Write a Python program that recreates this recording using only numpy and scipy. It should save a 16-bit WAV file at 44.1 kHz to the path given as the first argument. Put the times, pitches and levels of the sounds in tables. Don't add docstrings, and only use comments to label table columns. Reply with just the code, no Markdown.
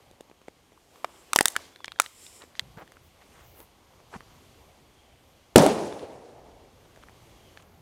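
import sys
import numpy as np
from scipy import signal
from scipy.io import wavfile
from scipy.ndimage import uniform_filter1d

SR = 44100
rng = np.random.default_rng(int(sys.argv[2]) if len(sys.argv) > 2 else 0)


def boost_factor(decibels):
    exponent = np.asarray(decibels, float) / 20
    return 10 ** exponent


def store_wav(level_fs):
    pcm = np.round(np.clip(np.atleast_2d(level_fs), -1, 1) * 32767)
    wavfile.write(sys.argv[1], SR, pcm.T.astype(np.int16))


N = 344446
T = np.arange(N) / SR
INDOOR_S = 7.63


def band(x, hz, width, order=1):
    edges = np.clip([hz * hz / (hz + width / 2), hz + width / 2], 10, .48 * SR)
    return signal.sosfilt(signal.butter(order, edges, "bandpass", fs=SR, output="sos"), x)


def unit(x):
    return x / np.sqrt(np.mean(x ** 2))


def walk(rate):
    k = int(SR / rate)
    steps = np.repeat(rng.standard_normal(N // k + 1), k)
    return 1.194 * uniform_filter1d(uniform_filter1d(steps, k), k)[:N]


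def coloured(points, flicker_db, grain_db):
    hz, db = np.transpose(points)
    out = 0
    for f in hz[0] * 2 ** np.arange(.25, np.log2(hz[-1] / hz[0]), .5):
        grains = rng.standard_normal(N) * boost_factor(grain_db * rng.exponential(size=N))
        weight_db = np.interp(np.log(f), np.log(hz), db) + 10 * np.log10(f)
        out = out + boost_factor(weight_db + flicker_db * walk(12)) * unit(band(grains, f, f / 3, order=2))
    return unit(out)


def bump(s, spread):
    return np.exp(-((T - s) / spread) ** 2)


def add(out, s, x):
    i = int(s * SR)
    out[i:i + len(x)] += x[:len(out) - i]


# start_s, level_db
GUST = [(0, -61.5), (.2, -67), (1.1, -67.5), (2.09, -67), (2.55, -66), (2.65, -58.5), (3.2, -62),
        (3.46, -58), (3.75, -63), (4.4, -58.5), (5.0, -62), (5.5, -63), (6.25, -64), (6.5, -56),
        (6.65, -61.5), (7.2, -56), (7.6, -59), (7.81, -57)]


def breeze_db():
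    return np.interp(T, *np.transpose(GUST))


# pitch_hz, level_db (per Hz)
WIND = [(12, -30), (20, -5), (75, 3.5), (130, -2.5), (221, -9), (253, -5.5), (300, -10), (390, -40.5),
        (660, -120)]


def wind():
    return boost_factor(breeze_db()) * coloured(WIND, 2.0, 0.1)


def stirred(calm_level_db, share):
    calm_breeze_db = -63
    return boost_factor(calm_level_db + share * (breeze_db() - calm_breeze_db))


# peak_s, level_db, spread_s
BRUSH = [
    (.97, -60.5, 0.046),
    (1.15, -60, .12),
    (1.5, -53.5, 0.17),
    (2.35, -62, 0.185),
    (3.3, -63.5, 0.12),
    (4.45, -62.5, 0.32),
    (7.4, -63.5, 0.27),
]


def brush_power():
    return sum(boost_factor(db) ** 2 * bump(s, spread) for s, db, spread in BRUSH)


def duck():
    until_s, release_s = 6.47, 0.16
    return boost_factor(-5 * (T > BURST[0][0]) * np.exp(-np.maximum(T - until_s, 0) / release_s))


# pitch_hz, level_db (per Hz)
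CLOTH = [(110, -34), (180, -6.5), (259, 1), (456, 4), (642, -2), (784, 1.5), (1630, -7.5), (3000, -20),
         (3900, -49.5), (6600, -120)]


def grass_and_cloth():
    level = np.sqrt(stirred(-63, .4) ** 2 + brush_power())
    return duck() * level * coloured(CLOTH, 1.6, 3.0)


# peak_s, level_db, rise_s, fall_s
GAS = [
    (1.2, -64.5, .25, 0.088),
    (1.508, -54, 0.052, 0.098),
    (2.07, -59, .02, 0.1),
    (2.24, -53, 0.086, .08),
    (2.36, -57, .05, .05),
]


def pressure():
    gas_end_s = 2.6
    flow = sum(boost_factor(db) * np.exp(-np.abs(T - s) / np.where(T < s, rise, fall)) for s, db, rise, fall in GAS)
    return flow * (T < gas_end_s)


# pitch_hz, level_db (per Hz)
LEAVES = [(1290, -35.5), (2200, -4), (3110, -3.5), (4660, -8), (7530, -10), (9700, -15.5), (12500, -14.5),
          (15600, -21), (16500, -34)]


def leaves():
    brushing = boost_factor(-4.5) ** 2 * brush_power()
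    spray = (boost_factor(-6) * pressure()) ** 2
    level = np.sqrt(stirred(-66, 0.37) ** 2 + brushing + spray)
    indoors = boost_factor(-5 * (T > INDOOR_S))
    return duck() * level * indoors * coloured(LEAVES, .8, 1.6)


def strike(t, rise, fall, carrier, ring=0.):
    x = carrier * np.where(t < 0, np.exp(-(t / rise) ** 2), np.exp(-t / fall) + ring * np.exp(-t / .005))
    return x / np.abs(x).max()


# thud_db, crack_db, crack_share (of the brittleness, no unit)
KINDS = [
    (-2.5, -5.5, 0.66),
    (-12.5, 13, 1),
    (1, -3.5, 0.97),
]
SNAP, CLICK, KNOCK = 0, 1, 2


def hit(out, s, hz, db, brittle_db, kind, extra_thud_db=0):
    thud_db, crack_db, share = KINDS[kind]
    thud_db += db + extra_thud_db - 8.5 * np.log2(hz / 510)
    crack_db += db + share * brittle_db
    t = (np.arange(1024) - 256) / SR
    a, b, c = rng.standard_normal((3, 1024))
    thud = strike(t, 0.00066, 0.00094, np.sin(2 * np.pi * 330 * t))
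    swing = -np.cos(2 * np.pi * hz * t) + 0.66 * unit(band(a, 1100, 1800, order=2))
    body = strike(t, .8 / hz, .0009, swing, ring=0.1)
    snap = np.cos(2 * np.pi * 3600 * t) + 1.1 * unit(band(b, 3300, 2800, order=2))
    crack = strike(t, 0.0005, 0.00092, snap, ring=.04)
    shards = band(c, 7500, 4400, order=2) + 0.36 * band(c, 15000, 5000, order=2)
    splinter = strike(t, 0.00014, 0.001, shards)
    mix = boost_factor(thud_db - 2.0) * thud + boost_factor(db) * body + boost_factor(crack_db) * crack
    add(out, s + t[0], mix + boost_factor(db + brittle_db) * splinter)


# peak_s, pitch_hz, level_db, brittleness_db
KNOCKS = [(0.1127, 510, -47.5, 1), (0.2085, 525, -36, -2.5), (0.2988, 860, -43, -11),
          (0.3142, 510, -42.5, -22), (0.4168, 600, -47.5, -12), (0.4838, 505, -33, -13),
          (0.721, 644, -46.5, -15), (0.7304, 510, -54, -9), (0.959, 1060, -43.5, -10),
          (1.0945, 936, -46, -13), (2.4388, 513, -41, -6), (2.7742, 1560, -37.5, -12),
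          (2.8771, 1800, -42.5, -11), (2.9204, 2070, -38, -4.5), (2.9695, 1485, -40.5, -19),
          (3.6031, 620, -43.5, 1), (4.0025, 753, -46.5, -13.5), (4.2068, 1184, -35, -22),
          (6.0457, 511, -49, -9), (6.9615, 1710, -44, -4.5), (6.975, 610, -44.5, -15.5),
          (7.037, 1255, -39, -15), (7.086, 1860, -37.5, -23), (7.096, 788, -43.5, -10),
          (7.624, 983, -53, 5.5)]


def knocks():
    out = np.zeros(N)
    for s, hz, db, brittle_db in KNOCKS:
        hit(out, s, hz, db, brittle_db, KNOCK)
    return out


def with_yard(hits, ground_s=0.0076, ground_db=-27, yard_db=-48, yard_t60=0.22):
    out = hits.copy()
    k = int(ground_s * SR)
    out[k:] += boost_factor(ground_db) * band(out, 4000, 9000)[:-k]
    t = np.arange(SR // 2) / SR
    fade = np.exp(-np.log(1000) * t / yard_t60) * np.minimum(t / 0.05, 1)
    yard = rng.standard_normal(len(t)) * fade * boost_factor(6.7 * walk(80)[:len(t)])
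    heard = np.prod([(T < s) | (T > s + .15) for s in (2.612, 7.63)], axis=0)
    return out + boost_factor(yard_db) * heard * signal.fftconvolve(out, yard)[:N]


# pitch_hz, width_hz, level_db
CAP = [(5300, 560, -2.5), (7560, 1100, 1.5), (9000, 570, 0.5), (10980, 1100, -7.5)]
NARROW_S = (1.3, 1.36, 2.08, 2.18)


def gas():
    jet = rng.standard_normal((2, N))
    hiss = unit(sum(boost_factor(db) * band(jet[0], hz, width, order=2) for hz, width, db in CAP))
    spray = unit(band(jet[0], 7000, 4500))
    narrow = np.interp(T, NARROW_S, (1, 0, 0, 1))
    thin = unit(band(jet[1], 14000, 3500, order=2))
    flutter = boost_factor(2.0 * walk(24))
    return flutter * pressure() * (narrow * hiss + (1 - narrow) * spray + boost_factor(-18) * thin)


# peak_s, pitch_hz, level_db, brittleness_db
SNAPS = [(1.0461, 695, -14, -19), (1.3332, 1240, -11, 3.5), (1.3524, 1500, -42, 11), (1.361, 940, -5, 5.5),
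         (1.3885, 1800, -3, -6.5), (1.4093, 800, -4.5, 1.5), (1.457, 1879, -6.5, 7.5),
         (1.4771, 2096, -30.5, -3), (1.4825, 1997, -26.5, 18), (1.5645, 1700, -10.5, -5),
         (1.9998, 1390, -5, 3.5), (2.0137, 1670, -52, 20), (2.0192, 1810, -31.5, 13.5),
         (2.0413, 1640, -38, -1)]


def snaps():
    out = np.zeros(N)
    for s, hz, db, brittle_db in SNAPS:
        hit(out, s, hz, db, brittle_db, SNAP, extra_thud_db=0 if 1.35 < s < 1.42 else -16)
    return out


# peak_s, level_db
CREAKS = [
    (1.352, -43),
    (1.379, -41.5),
    (1.428, -36),
    (1.474, -39),
    (1.503, -45),
    (1.522, -46.5),
]
# peak_s, level_db, spread_s, pitch_hz
SPURTS = [(1.6, -55.5, 0.097, 2950), (1.858, -45, 0.0023, 4000), (2.04, -53, 0.032, 6570),
          (2.57, -56, 0.013, 3480), (2.609, -55, .0015, 6000), (2.795, -67, 0.021, 14000),
          (3.06, -69, 0.029, 13950), (3.4, -69.5, 0.18, 7800), (3.5, -61.5, 0.089, 14400),
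          (3.605, -56.5, 0.04, 12840), (4.15, -61.5, .043, 6060), (5.578, -25.5, 0.0027, 3987),
          (5.5826, -18.5, 0.0018, 7000), (5.593, -26.5, .005, 4500), (5.624, -32, 0.0091, 7800)]


def spurts():
    out, jet = np.zeros(N), rng.standard_normal(N)
    rows = [(s, db, 0.0044, 7800, 7500) for s, db in CREAKS]
    rows += [(s, db, spread, hz, 6200) for s, db, spread, hz in SPURTS]
    for s, db, spread, hz, width in rows:
        out += boost_factor(db) * bump(s, spread) * unit(band(jet, hz, width, order=2))
    return out * boost_factor(2.0 * walk(300))


# start_s, length_s, first_pitch_hz, last_pitch_hz, level_db
BIRD = [
    (1.665, 0.4, 3498, 3150, -65),
    (4.85, 0.34, 3450, 2950, -72),
    (7.26, .33, 3470, 2930, -69),
]


def bird():
    out, waver = np.zeros(N), walk(40)
    for s, length, first_hz, last_hz, db in BIRD:
        u = np.clip((T - s) / length, 0, 1)
        hz = (first_hz + (last_hz - first_hz) * u) * (1 + 0.016 * waver + 0.012 * walk(150))
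        whistle = np.sin(2 * np.pi * np.cumsum(hz) / SR)
        out += boost_factor(db - 2 + 3.0 * walk(60)) * np.sin(np.pi * u) ** .4 * whistle
    echoes = [(.7, 0.049), (0.65, 0.023), (.4, 0.083)]  # gain, delay in s
    return out + sum(gain * np.roll(out, int(delay * SR)) for gain, delay in echoes)


# peak_s, pitch_hz, level_db, brittleness_db
CLICKS = [(1.7606, 1570, -40, -11), (1.8053, 1060, -36, -28), (1.8449, 1730, -24.5, -13),
          (1.8808, 2300, -23.5, -22), (1.9197, 1403, -31, -11), (1.9608, 1637, -41, -20),
          (1.9889, 1500, -37, -15), (2.062, 2000, -31.5, -11.5), (2.2657, 2400, -49, 0.5),
          (2.4211, 1500, -44, -4.5), (2.5535, 1900, -38, -18), (2.5952, 2050, -19, -3.5),
          (5.9266, 815, -30.5, -21), (5.9943, 683, -39, -12), (7.5739, 1750, -35, -17)]


def clicks():
    out = np.zeros(N)
    for s, hz, db, brittle_db in CLICKS:
        hit(out, s, hz, db, brittle_db, CLICK)
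    return out


# peak_s, level_db, spread_s, pitch_hz
SCUFF = [
    (2.425, -51, 0.019, 900),
    (2.785, -46, 0.013, 700),
    (2.818, -47, 0.019, 650),
    (3.221, -60, 0.016, 1317),
    (3.39, -57.5, 0.067, 890),
    (3.6, -55, 0.035, 600),
    (4.147, -41.5, 0.02, 641),
    (4.161, -35, 0.0061, 113),
    (7.03, -56, 0.0079, 1602),
    (7.6, -58, 0.006, 1440),
]


def scuffs():
    out = np.zeros(N)
    grit = rng.standard_normal(N) * boost_factor(5.0 * np.minimum(rng.exponential(size=N), 5.0))
    for s, db, spread, hz in SCUFF:
        out += boost_factor(db) * bump(s, spread) * unit(band(grit, hz, 2.18 * hz, order=2))
    return out


# peak_s, level_db
THUMPS = [
    (2.628, -50),
    (2.68, -54),
    (2.705, -55.5),
    (2.745, -56),
    (2.775, -48.5),
    (2.83, -55),
]


def thumps():
    low = unit(band(rng.standard_normal(N), 129, 118, order=2))
    return low * sum(boost_factor(db) * bump(s, 0.0098) for s, db in THUMPS)


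# start_s, level_db, half_wave_s, swings (count), treble_db
BURST = [
    (5.5585, 14, .0011, 4.0, -17),
    (5.5693, -9, .0013, 2.0, -40),
    (5.5797, -8, .0011, 3.0, -30),
    (5.5861, 1, .0008, 2.5, -38),
    (5.6243, -6, .0008, 1.6, -35),
    (5.6637, -2, .0009, 2.2, -17),
]
# pitch_hz, start_level_db, fade_by_60_db_s, late_level_db
TAIL = [(59.9, -44.5, 0.22, -56.5), (119, -35.5, .47, -50), (190, -16, .58, -53), (600, -16.5, 0.72, -33.5),
        (800, -19, .64, -45), (1190, -32, 0.63, -54), (8000, -34, 0.73, -58.5), (12700, -40, 0.37, -69.5)]


def burst():
    out, t = np.zeros(N), np.arange(1024) / SR
    for k, (s, db, half, swings, treble_db) in enumerate(BURST):
        tear = rng.standard_normal(1024)
        shock = np.sin(np.pi * t / half) * np.exp(-t / (swings * half)) * (t < 3 * half)
        late = t / (.0007 if k == 0 else .0003)
        shreds = band(tear, 8000, 2000) + 1.8 * band(tear, 2800, 820) + 0.28 * tear
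        tearing = late ** 3 * np.exp(-late) * shreds
        add(out, s, boost_factor(db) * (shock + boost_factor(treble_db + 1.0) * tearing))
    out = signal.sosfilt(signal.butter(1, 100, "highpass", fs=SR, output="sos"), out)
    age = np.maximum(T - BURST[0][0], 0)
    swell = np.minimum(age / 0.009, 1) * boost_factor(1.0 * walk(90))
    tail = np.transpose(TAIL)
    late_t60_s = 2.79
    for hz in np.geomspace(tail[0, 0], tail[0, -1], num=14):
        db, t60, late_db = (np.interp(np.log(hz), np.log(tail[0]), col) for col in tail[1:])
        fade = boost_factor(db - 60 * age / t60) + boost_factor(late_db - 60 * age / late_t60_s)
        noise = unit(band(rng.standard_normal(N), hz, hz / 2.2, order=2))
        out += swell * fade * boost_factor(1.5 * walk(40)) * noise
    return out


def shed_hiss():
    return boost_factor(-74.5) * (T > INDOOR_S) * unit(band(rng.standard_normal(N), 12500, 4500, order=2))


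def scene():
    surroundings = wind() + grass_and_cloth() + leaves() + scuffs() + thumps() + shed_hiss()
    hits = with_yard(knocks() + snaps() + clicks())
    return (surroundings + hits + gas() + spurts() + bird() + burst())[None]


def low_pass(x):
    return signal.sosfilt(signal.butter(12, 16710, fs=SR, output="sos"), x)


def record(dry):
    x = signal.sosfilt(signal.butter(1, 35, "highpass", fs=SR, output="sos"), dry)
    x = np.clip(x, -.97, .97)
    x = signal.sosfilt(signal.butter(6, 15600, fs=SR, output="sos"), x)
    return low_pass(np.clip(x, -1, 1))


dry = scene()
out = record(dry)
store_wav(out)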